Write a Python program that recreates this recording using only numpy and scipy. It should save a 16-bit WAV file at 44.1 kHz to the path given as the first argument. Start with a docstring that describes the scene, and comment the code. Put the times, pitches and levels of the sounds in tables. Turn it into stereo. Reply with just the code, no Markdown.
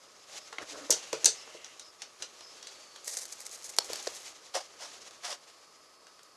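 """A small dog in a harness scrambles off a sofa, lands on a hard floor and patters about; later it snuffles three times.
Claws and taps are short bursts of noise; thuds, buckle and the knocked recorder case are sums of fading sines.
Cloth, fur and cushion are grainy noise shaped by the dog's motion; snuffles are fluttering noise puffs.
Beneath them lie a faint room hiss, wavering whines and short narrow whirrs."""
import sys
import numpy as np
from scipy import signal
from scipy.fft import rfft, irfft, next_fast_len
from scipy.io import wavfile
from scipy.ndimage import uniform_filter1d

SR = 44100
rng = np.random.default_rng(int(sys.argv[2]) if len(sys.argv) > 2 else 0)


def persist_wave(psi):
    """Save psi, clipped to +-1, as 16-bit WAV."""
    counts = np.round(np.clip(psi, -1, 1) * 32767).astype(np.int16)
    wavfile.write(sys.argv[1], SR, np.atleast_2d(counts).T)


N = 280476
TIME = np.arange(N) / SR   # seconds

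# All levels in the tables hold before room echo and the final filters. In colours they are relative.
# Hiss of the still room. Each row: frequency in Hz, level in dB.
HISS_COLOUR = [(15, -61), (25, -32), (200, -16.5), (437, -11.5), (645, -12), (1060, -11.5), (1240, -12),
               (1370, -15), (1820, -17.5), (2020, -16), (3980, -23), (5160, -15.5), (5580, -20),
               (10200, -24), (12500, -28.5), (16200, -34), (22000, -120)]
# Faint wavering whines: two last throughout, the higher ones start later.
# Each row: start in seconds, length in seconds, pitch in Hz, waver in Hz, level in dB.
WHINES = [(0, 6.4, 1273, 17.25, -71.5), (0, 6.4, 1141, 70, -69.5), (2.578, 0.43, 4500, 86, -62.5),
          (2.6, 0.12, 3350, 58, -62), (4.405, 2.3, 4520, 80, -70.5), (5.452, 1.3, 5080, 10.5, -70)]
# Faint narrow whirrs that start and stop.
# Each row: start in seconds, length in seconds, centre in Hz, width of each filter pass in Hz, level in dB.
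WHIRRS = [(0, 0.36, 5030, 450, -68), (.4, 0.066, 5150, 450, -58), (0.947, 0.805, 2740, 746, -60),
          (1.3, 0.43, 2120, 400, -62), (1.354, 0.088, 5200, 450, -54), (1.807, 0.11, 5170, 448, -57.5),
          (2.05, 0.056, 5230, 450, -72), (2.403, 0.13, 5170, 450, -55.5), (4.9, 0.29, 2860, 300, -75),
          (4.9, .32, 2180, 250, -85)]
# How briskly the body moves. Each row: time in seconds, briskness in dB (compared with an easy pace).
MOTION = [(0.0, -58.5), (0.3, -56.5), (0.83, -50), (1.24, -49), (2.05, -60.5), (2.14, -58.5), (2.55, -52),
          (2.97, -55), (3.28, -52.5), (3.47, -54), (3.72, -52), (3.93, -44.5), (4.13, -46), (4.32, -52),
          (4.52, -57), (4.92, -51.5), (6.02, -64), (6.36, -62.5)]
# The body brushes past cushion and cloth.
# Each row: start in seconds, length in seconds, rustle level in dB, low rub level in dB.
BRUSHES = [(0.292, 0.047, -51.5, -68), (0.344, 0.047, -46, -61), (0.615, 0.021, -47.5, -44),
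           (.685, 0.048, -47.5, -63), (0.733, 0.12, -60.5, -50.5), (0.972, 0.066, -51, -66),
           (1.23, 0.034, -60, -49), (2.013, 0.022, -57, -64), (2.205, 0.045, -56, -59),
           (3.888, 0.065, -49.5, -53), (4.256, 0.029, -45, -86), (4.878, 0.21, -61, -77)]
# Tone colour of the low rub on cushions. Each row: frequency in Hz, level in dB.
CUSHION_COLOUR = [(29, -70), (50, -16.5), (112, -14), (205, -14.5), (272, -7.5), (321, -2.5), (519, 1),
                  (630, 2), (851, -15.5), (959, -4.5), (1800, -7), (2340, -22), (3960, -120)]
# Tone colour of the fine fur rustle. Each row: frequency in Hz, level in dB.
FUR_COLOUR = [(470, -21.5), (800, -0.5), (898, -4), (973, -9.5), (1360, -8.5), (1750, -8.5), (2080, -3.5),
              (2740, -3.5), (6640, -0.5), (8950, -13.5), (10500, -14), (12500, -24.5), (16200, -75),
              (22000, -120)]
# The sofa groans briefly as the dog pushes off.
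# Each row: start in seconds, length in seconds, pitch in Hz, waver in Hz, level in dB.
GROANS = [(.715, 0.044, 286.5, 12, -55), (.74, 0.02, 383.6, 23, -53), (.772, .028, 583, 26, -50),
          (.81, 0.061, 283, 21, -54)]
# Claws striking the floor. Each row: time in seconds, peak level in dB, tilt in dB per octave.
CLAWS = [(0.9043, -2.5, 8), (0.9107, -8, -4.5), (0.924, -10, -0.5), (1.244, -4, 0.5), (1.256, 2, 4.5),
         (1.2591, -6.5, -4.5), (1.6442, -25.5, -6), (1.7948, -27.5, -3), (2.0185, -23, -5.5),
         (2.2222, -19.5, -5), (2.6261, -29, -5), (2.6698, -26, -5)]
# Tone colour of the claws. Each row: frequency in Hz, level in dB.
CLAW_COLOUR = [(530, -40), (900, -19), (1210, -49), (1400, -18.5), (2290, -18.5), (2830, -14), (3640, -9.5),
               (3980, -6.5), (5470, -3), (5910, 3.5), (8320, -8.5), (8980, -9), (12500, -22.5),
               (16200, -42), (22000, -120)]
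# Duller taps of paws and harness. Each row: time in seconds, peak level in dB, tilt in dB per octave.
TAPS = [(0.5267, -33, -1), (0.5837, -29, -2), (1.1285, -23, 3.5), (1.1484, -38, 4), (1.475, -40, -3),
        (2.4072, -39, 1.5), (2.9599, -38, 3.5), (3.9564, -30, 8), (5.1086, -43, 4), (6.0681, -43, 3),
        (6.1922, -46, 1.5), (6.2307, -46, 13)]
# Tone colour of the taps. Each row: frequency in Hz, level in dB.
TAP_COLOUR = [(400, -3), (700, -2), (1200, 0), (2100, -5.5), (2800, -6), (4000, -6), (7000, -10),
              (12500, -31.5)]
# The buckle knocks as the dog gathers itself to jump. Each row: time in seconds, peak level in dB.
BUCKLE_KNOCKS = [(0.5835, -26)]
# Ringing of the buckle. Each row: pitch in Hz, typical level in dB, time to fade by 60 dB in seconds.
BUCKLE_MODES = [(1800, -2, 0.017), (2110, 8, 0.015), (3230, -4, 0.025), (4350, -5, 0.0093)]
# The dog's weight coming down. 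Each row: time in seconds, peak level in dB.
THUDS = [(0.586, -40.5), (0.8978, -22.5), (0.906, -28), (0.925, -30), (1.1305, -22), (1.248, -32),
         (1.262, -36.5), (1.277, -32), (1.547, -38.5), (6.028, -55)]
# Ringing of the floor under a paw.
# Each row: pitch in Hz, typical level in dB, time to fade by 60 dB in seconds.
FLOOR_MODES = [(151.6, -25, 0.13), (294, -14.5, 0.043), (380, -6, 0.031), (438, -3.5, 0.044),
               (560, 1, 0.015), (660, -5, 0.033), (980, -6, 0.0078)]
# Cloth catches, snaps free and scrapes on.
# Each row: start in seconds, length in seconds, opening scrape level in dB, peak level of the snap in dB.
SCRATCHES = [(3.045, 0.048, -49.5, -28.5), (3.079, 0.084, -39.5, -16.5), (3.17, 0.028, -36, -15),
             (3.207, 0.036, -39.5, -36), (3.254, .013, -47, -26), (3.3234, 0.013, -36.5, -30),
             (3.4046, 0.022, -43, -27), (3.455, 0.015, -41, -32), (3.513, 0.048, -44.5, -32),
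             (3.643, 0.033, -42, -31), (3.692, 0.017, -40, -42), (3.765, 0.028, -48, -27),
             (3.8448, 0.028, -45.5, -31), (4.0267, 0.0076, -44, -29), (4.149, 0.031, -45.5, -36)]
# Tone colour of the scratches. Each row: frequency in Hz, level in dB.
SCRATCH_COLOUR = [(180, -31), (300, -16), (397, -25), (443, -5), (587, -3.5), (1320, -13.5), (2050, -4.5),
                  (2880, -14.5), (4130, -1.5), (5640, 1.5), (6490, 5), (12500, -8.5), (16200, -50),
                  (22000, -120)]
# Cloth lies against the microphone and crackles: start in seconds, length in seconds, level in dB.
CLOTH_CONTACT = (3.05, 1.25, -55)
# Knocks on the recorder's case.
# Each row: time in seconds, peak level in dB, tilt in dB per octave, level of the hollow body in dB.
KNOCKS = [(3.7855, -4, -1, -23), (3.9007, -39, 26, -30), (3.9322, -19, 2.5, -45), (4.0705, -20.5, -6, -37),
          (4.0738, -19, -2.5, -22.5)]
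# Tone colour of the knocks' crack. Each row: frequency in Hz, level in dB.
KNOCK_COLOUR = [(410, -15), (700, -8.5), (2280, -14), (2870, -13), (3650, -12.5), (4380, 3), (6060, -6.5),
                (7810, -5), (9700, -19), (10600, -13.5), (12500, -17.5), (16200, -49), (22000, -120)]
# Ringing of the hollow case. Each row: pitch in Hz, typical level in dB, time to fade by 60 dB in seconds.
CASE_MODES = [(342, -2, 0.014), (480, 13.5, 0.02), (750, 3, 0.015), (1034, 0.5, 0.018)]
# The dog's snuffles, puff by puff.
# Each row: start in seconds, length in seconds, attack in seconds, air level in dB, throat level in dB.
SNUFFLES = [(4.545, 0.039, 0.0061, -33.5, -35), (4.604, .011, 0.0035, -41.5, -43),
            (4.805, 0.06, .016, -43.5, -50), (5.241, 0.028, 0.014, -36, -50),
            (5.278, 0.064, 0.017, -38, -45)]
# Tone colour of air in the nose. Each row: frequency in Hz, level in dB.
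NOSE_COLOUR = [(350, -38), (600, -14), (648, -17), (708, 7.5), (783, -21), (913, -9), (1130, -4),
               (1250, -2), (1700, -4.5), (2430, -8.5), (3460, -4), (3740, -7.5), (5200, -1.5),
               (9820, -15.5), (12500, -26), (16200, -76), (22000, -120)]
# Hollow ringing of the muzzle. Each row: pitch in Hz, rough overall width in Hz, relative level in dB.
MUZZLE_MODES = [(601, 120, 4.5), (720, 94, 4.5), (1060, 350, -2), (1290, 570, -17.5), (1620, 410, -29)]
# How much the two microphone ports differ, before the direct and diffuse parts get their own levels.
# Each row: frequency in Hz, level in dB against what they share.
PORTS = [(300, -46), (3500, -39), (5000, -18.5), (7000, -2.5), (8300, 4.5), (9400, 10.5), (11000, 6.5),
         (12500, -2.5)]
# Balance of the two sides. Each row: frequency in Hz, left minus right in dB.
LEAN = [(60, 1), (130, 0.5), (280, -0.5), (600, 0.5), (1300, -0.5), (2800, 0.5), (6040, -3), (13000, 4)]

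EASY_PACE_DB = -54   # briskness of an easy walk
FUR_DB, FUR_FOLLOWS = -56, 0.99   # rustle level at that pace; dB gained per dB of motion
CUSHION_DB, CUSHION_FOLLOWS = -62.5, 0.7   # the same for the low rub
# Seconds each kind of contact takes to fade by 60 dB
CLAW_RING_S, TAP_RING_S, KNOCK_RING_S, SNAG_RING_S = 0.031, 0.027, 0.014, 0.007
SCRATCH_EASES_DB = 4.5   # a scrape fades by this much as its tension is spent
ROCKING_HZ = 440   # above this the case rocks between the ports more than it pushes on both
WALL_CUT_HZ = 6600   # the walls' reflections dull above this
CUTOFF_HZ = 12600   # steep upper limit of the whole sound


def from_db(db):
    """Turn decibels into gain."""
    return 10 ** (np.asarray(db) / 20)


def rms_one(x):
    """Scale a sound to an average (rms) strength of 1."""
    return x / np.sqrt(np.mean(x ** 2) + 1e-20)


def add(track, s, sound):
    """Mix a sound into a track from time s on."""
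    start = max(round(s * SR), 0)
    track[start:start + len(sound)] += sound[:N - start]


def filtered(x, order, hz, kind):
    """Plain smooth filter that keeps the lows or the highs."""
    return signal.sosfilt(signal.butter(order, hz, kind, fs=SR, output="sos"), x + 1e-18)


def coloured(x, spectrum, tilt_db=0, size=4096):
    """Filter without pre-echo (minimum phase): follows a spectrum, tilted per octave, falling off outside."""
    octave = np.log2(np.maximum(np.arange(size // 2 + 1), 0.5) * SR / size)
    points, db = np.log2(np.array(spectrum)[:, 0]), np.array(spectrum)[:, 1]
    outside = np.abs(octave - np.clip(octave, points[0], points[-1]))
    tilt = tilt_db * (octave - points.mean())
    level = np.interp(octave, points, db) + tilt - 18 * outside
    # The cepstrum turns the levels into a response that starts at once
    cepstrum = irfft(np.log(from_db(level)))[:size // 2]
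    response = irfft(np.exp(rfft(2 * cepstrum, size) - cepstrum[0]))
    return signal.oaconvolve(x, response)[:len(x)]


def resonance(x, hz, width_hz):
    """Let one pitch ring (two poles), with a gain of about 1 on top."""
    r = np.exp(-np.pi * width_hz / SR)
    feedback = [1, -2 * r * np.cos(2 * np.pi * hz / SR), r * r]
    return signal.lfilter(np.array([1, 0, -1]) * (1 - r * r) / 2, feedback, x + 1e-18)


def drift(rate):
    """Slow random wander with a spread near 1: straight lines between rate random points a second."""
    knots = rng.standard_normal(4000)
    return np.interp(TIME * rate, np.arange(len(knots)), knots)


def grains(per_s, spread_db, smooth):
    """Fibres slipping: random tiny clicks of uneven size over a smooth hiss."""
    sizes = from_db(spread_db * np.minimum(rng.exponential(1, N), 4))
    sizes = sizes * rng.choice([-1, 1], N)
    slips = rng.random(N) < per_s / SR
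    return rms_one(sizes * slips) + smooth * rng.standard_normal(N)


def strokes(rows, rise_s, fall_s):
    """Loudness shape of strokes (start, length, dB) that swell, hold and die away."""
    total = 0
    for s, length, db in rows:
        swell = 1 + np.tanh((TIME - s) / rise_s)
        fade = 1 - np.tanh((TIME - s - length) / fall_s)
        total = total + from_db(db) * swell * fade / 4
    return total


def tones(rows, edge_s, waver_per_s):
    """Wavering sine tones (start, length, Hz, waver Hz, dB) with soft edges."""
    total = 0
    for s, length, hz, waver, db in rows:
        cycles = np.cumsum(hz + waver * drift(waver_per_s)) / SR
        tone = rms_one(np.sin(2 * np.pi * cycles))
        total = total + strokes([(s, length, db)], edge_s, edge_s) * tone
    return total


def clicks(rows, spectrum, t60, rise_s, snap, crest_db, size=4096):
    """Hard contacts (time, dB, tilt): one snap amid a cluster of fast-dying vibrations."""
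    out, t = np.zeros(N), TIME[:size]
    envelope = (1 - np.exp(-(t / rise_s) ** 2)) * from_db(-60 * t / t60)
    for s, db, tilt_db in rows:
        force = rng.standard_normal(size) * envelope / np.linalg.norm(envelope)
        force[np.argmax(envelope)] += snap
        burst = coloured(force, spectrum, tilt_db)
        # The loudest 2 ms lie crest_db under the stated peak
        loudest = np.sqrt(uniform_filter1d(burst ** 2, size=88).max())
        add(out, s, from_db(db - crest_db) * burst / loudest)
    return out


def blows(rows, modes, vary_db, low_cut_hz, size=16384):
    """Soft blows (time, dB) ring a body's modes at chance strengths; deep bass is not radiated."""
    out, t = np.zeros(N), TIME[:size]
    for s, db in rows:
        ring = np.zeros(size)
        for k, (hz, level, t60) in enumerate(modes):
            strength = from_db(level + vary_db * rng.standard_normal() - 60 * t / t60)
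            ring += (-1) ** k * strength * np.sin(2 * np.pi * hz * t)
        add(out, s, from_db(db) * ring / np.abs(ring).max())
    return filtered(out, 3, low_cut_hz, "high")


def scattered(x, t60, gap_s, size=22050):
    """Dense reflections that build up after a short gap and die away; the power is kept."""
    t = TIME[:size]
    build_up = 1 - np.exp(-(t / gap_s) ** 2)
    tail = rng.standard_normal(size) * from_db(-60 * t / t60) * build_up
    return signal.oaconvolve(x, tail / np.linalg.norm(tail))[:N]


def room(x, wet_db, t60, gap_s):
    """Direct sound plus the walls' reflections, which lose the highest treble."""
    dulled = filtered(x, 2, WALL_CUT_HZ, "low")
    return x + from_db(wet_db) * scattered(dulled, t60, gap_s)


def widened(mid, side):
    """Left and right from what they share and what they do not."""
    return np.array([mid + side, mid - side])


def still_room():
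    """Even noise makes the hiss, wider in the bass; a few wavering sines whine faintly in it."""
    mid = rms_one(coloured(rng.standard_normal(N), HISS_COLOUR))
    side = rms_one(coloured(rng.standard_normal(N), HISS_COLOUR, tilt_db=-0.8))
    whines = tones(WHINES, edge_s=0.032, waver_per_s=150)
    return widened(from_db(-64.5) * mid + whines, from_db(-66.5) * side)


def whirring():
    """Noise squeezed twice through a resonance gives thin bands in short runs, like a small lens motor."""
    noise, total = rng.standard_normal(N), 0
    for s, length, hz, width, db in WHIRRS:
        band = rms_one(resonance(resonance(noise, hz, width), hz, width))
        total = total + band * strokes([(s, length, db)], rise_s=0.008, fall_s=0.0091)
    return total


def rubbing():
    """Slipping fibres give a lumpy low rub and a fine fur rustle, both growing with motion; the sofa groans."""
    effort_db = np.interp(TIME, *np.transpose(MOTION)) - EASY_PACE_DB
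    low = rms_one(coloured(grains(per_s=400, spread_db=2.5, smooth=0.88), CUSHION_COLOUR))
    low = low * from_db(0.57 * drift(35))
    fine = rms_one(coloured(grains(per_s=3000, spread_db=3.0, smooth=1.7), FUR_COLOUR))
    fine = fine * from_db(2.5 * drift(50))
    rubs = [(s, length, db) for s, length, _, db in BRUSHES]
    rustles = [row[:3] for row in BRUSHES]
    pressure = from_db(CUSHION_DB + CUSHION_FOLLOWS * effort_db)
    pressure = pressure + strokes(rubs, rise_s=0.0054, fall_s=0.013)
    speed = from_db(FUR_DB + FUR_FOLLOWS * effort_db)
    speed = speed + strokes(rustles, rise_s=0.014, fall_s=0.0058)
    return pressure * low + speed * fine + tones(GROANS, edge_s=0.01, waver_per_s=59)


def footfalls():
    """Hard claws and taps burst, weight rings the floor, all echoing in the room; the buckle rings dry."""
    claws = clicks(CLAWS, CLAW_COLOUR, CLAW_RING_S, rise_s=0.000904, snap=0.26, crest_db=12.5)
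    taps = clicks(TAPS, TAP_COLOUR, TAP_RING_S, rise_s=0.0007, snap=0.21, crest_db=5.5)
    buckle = blows(BUCKLE_KNOCKS, BUCKLE_MODES, vary_db=1, low_cut_hz=440)
    thuds = blows(THUDS, FLOOR_MODES, vary_db=2.5, low_cut_hz=197)
    hard = room(claws + taps, wet_db=-2.5, t60=0.18, gap_s=0.0072)
    soft = room(thuds, wet_db=-4.0, t60=0.19, gap_s=0.0049)
    return buckle + hard + soft


def scratching():
    """Coarse cloth right at the microphone: each scratch opens with a snap and eases off in clumps of grit."""
    clumped = grains(per_s=1500, spread_db=3.0, smooth=0.57) * from_db(2.4 * drift(120))
    grit = rms_one(coloured(clumped, SCRATCH_COLOUR))
    tension = np.zeros(N)
    for s, length, db, _ in SCRATCHES:
        easing = from_db(-SCRATCH_EASES_DB * np.clip((TIME - s) / length, 0, 1))
        tension += strokes([(s, length, db)], rise_s=0.0073, fall_s=0.0027) * easing
    snaps = [(s, db, 0) for s, _, _, db in SCRATCHES]
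    snags = clicks(snaps, SCRATCH_COLOUR, SNAG_RING_S, rise_s=0.00055, snap=0.99, crest_db=11)
    threads = grains(per_s=260, spread_db=2.5, smooth=0.4)
    crackle = rms_one(coloured(threads, SCRATCH_COLOUR, tilt_db=0.5))
    crackle = crackle * strokes([CLOTH_CONTACT], rise_s=0.004, fall_s=0.022)
    scratch = room(grit * tension + snags + crackle, wet_db=-13, t60=0.22, gap_s=0.006)
    # Each port hears these two bands its own way
    uneven = from_db(6.5) * resonance(scratch, 750, 930) + from_db(7.5) * resonance(scratch, 10600, 2200)
    return widened(scratch, scattered(uneven, t60=0.0071, gap_s=0.00017))


def handling():
    """Knocks travel through the case: a crack with little echo and a hollow body that rocks between the ports."""
    cracks = [row[:3] for row in KNOCKS]
    crack = clicks(cracks, KNOCK_COLOUR, KNOCK_RING_S, rise_s=0.0005, snap=0.9, crest_db=9.5)
    body_blows = [(s, body_db) for s, _, _, body_db in KNOCKS]
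    body = blows(body_blows, CASE_MODES, vary_db=1, low_cut_hz=360)
    rocking = np.gradient(body) * SR / (2 * np.pi * ROCKING_HZ)   # grows with pitch
    uneven = from_db(-0.5) * resonance(crack, 1200, 1200) + from_db(8) * resonance(crack, 9500, 1500)
    mid = room(crack, wet_db=-15, t60=0.14, gap_s=0.016) + body
    return widened(mid, rocking + scattered(uneven, t60=0.0063, gap_s=0.00018))


def snuffling():
    """Air jets through the dog's nostrils, fluttering, and rings the hollow of its muzzle."""
    air = rng.standard_normal(N) * from_db(2 * drift(220))
    puffs = sum(strokes([(s, length, db)], rise_s=attack, fall_s=0.017)
                for s, length, attack, db, _ in SNUFFLES)
    jet = rms_one(coloured(air, NOSE_COLOUR)) * puffs
    # Two passes narrow a band, so each pass is made 1.4 times wider
    hollow = rms_one(sum(from_db(db) * resonance(resonance(air, hz, 1.4 * width), hz, 1.4 * width)
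                         for hz, width, db in MUZZLE_MODES))
    throat_puffs = [(s, length, db) for s, length, _, _, db in SNUFFLES]
    hollow = hollow * strokes(throat_puffs, rise_s=0.0023, fall_s=0.0099)
    return room(jet + hollow, wet_db=-9.5, t60=0.15, gap_s=0.0018)


def scene():
    """All sources, picked up by two ports that agree in the bass and part ways in the treble."""
    sound = still_room() + whirring() + rubbing() + footfalls() + scratching() + handling() + snuffling()
    mid, size = sound.mean(axis=0), next_fast_len(N + 4096)
    hz = np.arange(size // 2 + 1) * SR / size
    apart_db, lean_db = [np.interp(hz, *np.transpose(table)) for table in (PORTS, LEAN)]
    direct = from_db(-7.5) * 1j * rfft(mid, size)   # 1j shifts by a quarter cycle
    diffuse = from_db(-9.5) * rfft(scattered(mid, t60=0.025, gap_s=0.000384), size)
    ports = rfft(sound, size) + widened(0, from_db(apart_db) * (direct + diffuse))
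    return irfft(ports * from_db(widened(0, lean_db / 2)), size)[:, :N]


def record(dry):
    """Full scale limits the peaks; then the top is cut steeply."""
    top_cut = signal.ellip(12, 0.1, 70, CUTOFF_HZ, fs=SR, output="sos")
    return signal.sosfilt(top_cut, np.clip(dry, -1, 1))


dry = scene()
out = record(dry)
persist_wave(out)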